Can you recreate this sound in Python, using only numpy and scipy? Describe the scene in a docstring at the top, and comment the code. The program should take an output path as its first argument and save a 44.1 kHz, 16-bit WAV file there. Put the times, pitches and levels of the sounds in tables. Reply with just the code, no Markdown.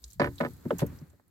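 """Calm water, aboard a drifting wooden canoe, heard in stereo from the stern seat. As the weight shifts, a
joint sticks and slips in two stuttering runs of knocks that ring the hull; then gear bumps the hull, ringing
it more softly, with a brief noise scuff and small ticks of filtered noise. Short low pulses give the deep
push of the heavier bumps and a few faint booms. Coloured noises of changing level make the faint boom of
the hull and a thin hiss of ripples."""
import sys
import numpy as np
from scipy import signal
from scipy.fft import rfft, irfft, next_fast_len
from scipy.io import wavfile
from scipy.ndimage import uniform_filter1d, map_coordinates

SR = 44100
rng = np.random.default_rng(int(sys.argv[2]) if len(sys.argv) > 2 else 0)


def dump(signal):
    """Clip the signal to [-1, 1] and save it as 16-bit WAV at the path in sys.argv[1]."""
    limited = np.clip(np.atleast_2d(signal).T, -1, 1)
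    pcm = np.round(limited * 32767).astype(np.int16)
    wavfile.write(sys.argv[1], SR, pcm)


N = 57330
T = np.arange(SR * 6 // 10) / SR  # time within one short sound [s]


def amp(db):
    """Decibels to gain."""
    return 10 ** (np.asarray(db) / 20)


def unit(x):
    """Scale to rms 1."""
    return x / np.sqrt(np.mean(x ** 2) + 1e-20)


def along(points, hz):
    """Interpolate (frequency [Hz], value) points on a log frequency axis."""
    f, v = np.transpose(points)
    return np.interp(np.log(hz + 1), np.log(f + 1), v)


def fade(t60):
    """Exponential decay that falls 60 dB in t60 seconds."""
    return np.exp(-np.log(1000) * T / t60)


def sine(hz):
    """A steady sine over one short sound."""
    return np.sin(2 * np.pi * hz * T)


def swell(rise_s):
    """Exponential onset with time constant rise_s."""
    return 1 - np.exp(-T / rise_s)


def pan(db):
    """Left and right gains, the left db decibels above the right."""
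    return amp(np.array([[db], [-db]]) / 2)


def filtered(x, response):
    """Filter x by a response given as a function of frequency."""
    n = x.shape[-1]
    m = next_fast_len(n + 8192)  # zero padding gives the tails room
    return irfft(rfft(x, m) * response(np.fft.rfftfreq(m, 1 / SR)), m)[..., :n]


def noise(spectrum, side_db, size):
    """Coloured stereo noise of rms 1; more side signal sounds wider."""
    white = rng.standard_normal((2, size))
    mid, side = filtered(white, lambda hz: amp(along(spectrum, hz)))
    side = amp(side_db) * side
    return unit(np.array([mid + side, mid - side]))


def add(out, s, sound):
    """Mix a sound in at time s."""
    part = out[:, max(0, round(s * SR)):][:, :sound.shape[1]]
    part += sound[:, :part.shape[1]]


# colour of the hiss: (frequency [Hz], relative density [dB per Hz])
HISS_COLOUR = [(1000, -6), (2800, -5.5), (4200, 6.5), (5600, -0.5), (7500, 6), (9500, -3.5), (12500, 8.5),
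               (16000, 0)]
SPECK_RATE = 90  # clicks per second, on average


def specks():
    """Sparse tiny clicks, at random moments common to both ears, with the colour of the hiss; rms 1."""
    clicks = (rng.random(N) < SPECK_RATE / SR) * rng.standard_normal((2, N))
    return unit(filtered(clicks, lambda hz: amp(along(HISS_COLOUR, hz))))


# the water around the hull: (time [s], boom level [dB], ripple level [dB], hiss level [dB])
WATER_LEVELS = [(0, -81, -74.5, -72), (0.042, -69, -65.5, -64.5), (.136, -59, -75, -60.5),
                (0.179, -48, -74, -74), (0.268, -37, -86, -63), (.40, -55, -53.5, -60),
                (.52, -43.5, -60.5, -62), (0.618, -56, -58.5, -67.5), (0.738, -51, -52, -61),
                (.88, -38, -50, -68.5), (.96, -52.5, -55, -63.5), (1.05, -58, -60, -72.5),
                (1.141, -58.5, -67.5, -75.5), (1.25, -80.5, -73.5, -81), (1.3, -61.5, -72.5, -80.5)]
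# colour of the floating hull's boom: (frequency [Hz], relative density [dB per Hz])
BOOM_COLOUR = [(20, -51.5), (40, -13.5), (62, -8), (78, -5.5), (105, -11), (200, -22), (500, -70)]
# colour of the ripples: (frequency [Hz], relative density [dB per Hz])
RIPPLE_COLOUR = [(40, -19), (130, 5), (320, 0), (600, -12.5), (1000, -13), (1800, -14.5), (2800, -25),
                 (6000, -34)]
SPECK_DB = -6  # specks against the hiss


def water():
    """Noise for the low boom of the floating hull, the ripples and a faintly crackling hiss."""
    s, *levels = np.transpose(WATER_LEVELS)
    boom_db, ripple_db, hiss_db = [np.interp(np.arange(N) / SR, s, level) for level in levels]
    boom = amp(boom_db) * noise(BOOM_COLOUR, -11, size=N)
    ripple = amp(ripple_db) * noise(RIPPLE_COLOUR, -3, size=N)
    crackle = unit(uniform_filter1d(rng.standard_normal(N), size=130))  # smoothed over about 3 ms
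    hiss = noise(HISS_COLOUR, -1, size=N) + amp(SPECK_DB) * specks()
    return boom + ripple + amp(hiss_db + 0.5 * crackle) * hiss


GRAIN_DB, GRAIN_S = 2.5, .001  # rms depth at the grain points, and their spacing


def grainy(x):
    """Break a noise into crackling grains by a random level, keeping rms 1."""
    grain = map_coordinates(rng.standard_normal(len(T)), [T / GRAIN_S], order=1)
    return unit(x * amp(GRAIN_DB * grain))


# ticks of gear and droplets:
# (time [s], level [dB], centre frequency [Hz], t60 [s], left over right [dB])
TICKS_HEARD = [(0.022, -62, 13100, 0.011, 15), (0.0407, -41.5, 6840, 0.038, 0),
               (0.0404, -42.5, 4540, 0.028, -0.5), (0.079, -58, 7260, 0.051, 0),
               (0.1025, -53.5, 6300, 0.039, 7), (0.112, -55, 5990, 0.019, -5),
               (0.1313, -48.5, 7560, 0.031, -7), (0.1965, -36.5, 4444, 0.04, -2),
               (0.226, -53, 12000, 0.12, 5), (.2648, -51.5, 11880, 0.033, 3),
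               (0.3572, -56.5, 7670, 0.04, -11.5), (0.3814, -44, 3760, 0.047, -6),
               (0.5346, -54.5, 10140, 0.017, 7.5), (0.7048, -45, 2970, 0.051, 1.5),
               (0.7102, -49.5, 7500, 0.014, -5), (0.7842, -40.5, 7050, 0.085, -7),
               (0.7824, -42.5, 13100, 0.087, -5.5), (0.803, -48, 11530, 0.096, -3.5),
               (0.866, -56.5, 6700, 0.06, -2), (0.8647, -45, 12700, 0.025, -5),
               (0.9697, -56, 12470, 0.028, -4), (0.987, -55.5, 5560, .03, -4),
               (1.08, -68, 10100, 0.0083, 10), (1.099, -63, 7180, 0.044, -2),
               (1.117, -71, 12130, 0.014, 7.5), (1.28, -64, 10940, 0.016, -5)]
TICK_WIDTH, TICK_RISE_S = 0.34, 0.00019  # width of each resonance over its centre; onset time constant


def ticks():
    """Each small tick is a grainy noise burst passed twice through one resonance."""
    out = np.zeros((2, N))
    for s, db, hz, t60, lr in TICKS_HEARD:
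        shape = fade(t60) * swell(TICK_RISE_S)

        def band(f):
            width = 1j * f * TICK_WIDTH * hz
            return (width / (hz * hz - f * f + width)) ** 2

        white = noise([(1000, 0.0079), (16000, 0)], -0.87, size=len(T))  # practically flat
        burst = grainy(filtered(white, band))
        add(out, s, amp(db) * pan(lr) * burst * shape / shape.max())
    return out


# short low pulses, the deep push of the heavier bumps and a few faint booms:
# (middle [s], level [dB], frequency [Hz], half length to 1/e [s])
LOW_PULSES = [(0.064, -41, 58.8, .035), (0.6662, -27.5, 116, 0.0092), (.752, -32, 176.4, 0.017),
              (0.83, -17, 153, 0.0046), (0.88, -47.5, 65.3, 0.0099), (0.954, -33.5, 69.2, 0.0043),
              (1.031, -36, 152.2, 0.011)]


def low_pulses():
    """Each deep push or faint boom is a cosine under a Gaussian, equal in both ears."""
    out = np.zeros((2, N))
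    for s, db, hz, half in LOW_PULSES:
        t = np.arange(N) / SR - s
        out -= amp(db) * np.exp(-(t / half) ** 2) * np.cos(2 * np.pi * hz * t)
    return out


# the hull's modes: (frequency [Hz], mean level [dB], t60 [s], left over right [dB])
HULL_MODES = [(81.5, -29, 0.36, -5), (127.6, -10, 0.32, -0.5), (158.4, -11, .25, 0),
              (241.1, -3.5, .13, 1.5), (283.4, -7.5, 0.29, 1), (356.2, -7, 0.16, 0.5),
              (455.3, -6.5, 0.099, 5.5), (571, -0.5, .08, 1.5), (619.4, -14, 0.086, -0.5),
              (686, -12, 0.029, 1.5), (868.7, -9, .07, 0), (915, -7, 0.029, 11.5), (989, -4, 0.043, 0),
              (1268, -11, 0.043, -15), (1517, -11, .055, -14), (1673, -12.5, 0.037, -18.5),
              (1776, -7.5, 0.027, -18.5), (2205, -17, 0.043, -16.5)]
# colour of the dense ring of planks and ribs: (frequency [Hz], relative density [dB per Hz])
PLANK_COLOUR = [(60, -28), (200, -2.5), (600, -8.5), (1000, -7), (1900, -5), (2400, -15.5), (3000, -20),
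                (4400, -25.5), (6000, -31), (15000, -19.5)]
# how long planks and ribs ring: (frequency [Hz], t60 [s])
PLANK_DECAY = [(100, 0.21), (500, 0.086), (1500, 0.029), (5000, 0.091), (15000, .04)]
# the struck spot's short clack: (frequency [Hz], relative level [dB], t60 [s])
CRACK_MODES = [(727, 2, 0.014), (1380, 2.5, 0.0058), (1720, 5, 0.0067), (2296, -1.5, .012),
               (4160, -11.5, 0.011)]
AFTER_DB, AFTER_T60 = -37.5, 0.58  # slow tail of the planks: level against their onset, t60 [s]
CRACK_DB = -2
PANEL_T60, PANEL_RISE_S = 0.047, 0.0015  # the panel's decay; its onset time constant


def blow(bright_hz, low_hz, panel_hz, panel_db):
    """One contact cracks, rings the hull and planks, and the panel under it; a soft contact is duller."""
    modes = 0
    for k, (hz, db, t60, lr) in enumerate(HULL_MODES):
        level = amp(db + rng.normal())  # random spread of 1 dB rms on each mode's level
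        modes = modes + (-1) ** k * level * pan(lr) * fade(t60) * sine(hz)

    hz, t, z = signal.stft(noise(PLANK_COLOUR, -6.5, size=len(T)), SR, nperseg=128)
    dying = np.exp(-np.log(1000) * t / along(PLANK_DECAY, hz)[:, None])
    dying = dying + amp(AFTER_DB) * np.exp(-np.log(1000) * t / AFTER_T60)
    planks = signal.istft(z * dying, SR, nperseg=128)[1][:, :len(T)]

    crack = 0
    for k, (hz, db, t60) in enumerate(CRACK_MODES):
        crack = crack + (-1) ** k * amp(db) * fade(t60) * sine(hz)

    ring = modes + pan(-3) * (planks + amp(CRACK_DB) * crack)
    for edge, kind in ((min(bright_hz, SR / 2 - 1), 'low'), (low_hz, 'high')):
        ring = signal.sosfilt(signal.butter(2, edge, kind, fs=SR, output='sos'), ring)
    panel = fade(PANEL_T60) * swell(PANEL_RISE_S) * sine(panel_hz)
    return ring - amp(panel_db) * pan(1.1) * panel


# slips of a loaded wooden joint:
# (time [s], gain of the blow [dB], brightness limit [Hz], panel ring within the blow [dB])
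JOINT_SLIPS = [(.1972, -25.5, 1600, 9), (0.2024, -24.5, 4200, -35), (.2166, -22.5, 3800, -4),
               (0.2317, -30, 2600, -8), (.2438, -28, 5000, -18), (0.258, -34, 3000, -18),
               (0.2713, -34, 2780, -12), (0.4033, -29, 1470, 9), (0.4084, -24.5, 3800, -1.5),
               (0.4206, -29, 460, 2.5), (0.431, -35.5, 1800, -18), (.4370, -37, 2500, -4),
               (0.4489, -31, 3800, 1), (0.4618, -36, 2720, -24)]
JOINT_PANEL_HZ = 625.4
FAR_SIDE_S, FAR_SIDE_DB, FAR_SIDE_LOW_HZ = .00397, -17, 700  # delay, level and low edge of the return


def woodwork():
    """A joint sticks and slips; the far side of the hull returns the upper part of each knock."""
    out = np.zeros((2, N))
    for s, db, bright_hz, panel_db in JOINT_SLIPS:
        add(out, s, amp(db) * blow(bright_hz, 70, JOINT_PANEL_HZ, panel_db))

    def with_far_side(f):
        upper_part = f ** 2 / (f ** 2 + FAR_SIDE_LOW_HZ ** 2)
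        return 1 + amp(FAR_SIDE_DB) * upper_part * np.exp(-2j * np.pi * f * FAR_SIDE_S)

    return filtered(out, with_far_side)


# gear bumping the hull: (time [s], gain of the blow [dB], brightness limit [Hz], low edge [Hz],
# t60 of the extra damping by the load [s], panel frequency [Hz], panel ring within the blow [dB])
GEAR_BUMPS = [(0.6545, -36.5, 650, 90, 0.2, 326, 8), (.6620, -25, 213, 90, 1, 251, 6.5),
              (0.7065, -24.5, 1300, 333, 0.36, 543, 9.5), (.7180, -30.5, 303, 110, 0.17, 438, 14),
              (0.726, -27, 360, 130, 0.23, 388, 8.5), (.8190, -19, 433, 80, 0.17, 445, -16),
              (0.8268, -19.5, 440, 121, 0.18, 562, -2), (.8400, -31, 290, 107, 0.44, 446, 8.5),
              (.8530, -25, 170, 60.3, 0.7, 170, 4), (.9220, -35, 170, 80, .6, 288, -7),
              (1.0160, -38, 170, 131, 0.9, 241.4, 0.5), (1.134, -58, 600, 252, 0.72, 408, -4),
              (1.197, -62, 1500, 353, 0.13, 518, -1.5)]


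def bumps():
    """Softer, heavier blows on the hull, whose ring the load damps."""
    out = np.zeros((2, N))
    for s, db, bright_hz, low_hz, t60, panel_hz, panel_db in GEAR_BUMPS:
        add(out, s, amp(db) * blow(bright_hz, low_hz, panel_hz, panel_db) * fade(t60))
    return out


# strokes of the scuff just before the heaviest bump: (time [s], level [dB])
SCUFF_STROKES = [(0.7916, -36.5), (0.8022, -39), (.8130, -46.5)]
# colour of the scuff: (frequency [Hz], relative density [dB per Hz])
SCUFF_COLOUR = [(200, -9.5), (700, 4.5), (2000, 3.5), (4500, -3.5), (8000, -12), (15000, -29)]
SCUFF_RISE_S, SCUFF_T60 = 0.0009, 0.073  # onset time constant; decay [s]


def scuff():
    """A few strokes of grainy noise that start fast and die away."""
    out = np.zeros((2, N))
    for s, db in SCUFF_STROKES:
        rub = grainy(noise(SCUFF_COLOUR, 0, size=len(T)))
        add(out, s, amp(db) * rub * fade(SCUFF_T60) * swell(SCUFF_RISE_S))
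    return out


RIGHT_LAG_S = .00016


def scene():
    """The hull's sound reaches the right port of the microphone a little later than the left."""
    background, small_ticks = water(), ticks()
    hull = low_pulses() + woodwork() + bumps()
    ports = np.array([[1], [-1]])  # left early, right late, by half the lag each
    hull = filtered(hull, lambda f: np.exp(1j * np.pi * f * RIGHT_LAG_S * ports))
    return background + small_ticks + hull + scuff()


LOW_CUT_HZ, TOP_HZ = 66, 16300


def record(dry):
    """The microphone drops the deepest bass and keeps nothing above its band limit."""
    def microphone(hz):
        low_cut = hz ** 2 / np.hypot(hz ** 2, LOW_CUT_HZ ** 2)
        return (hz < TOP_HZ) * low_cut

    return filtered(dry, microphone)


dry = scene()
out = record(dry)
dump(out)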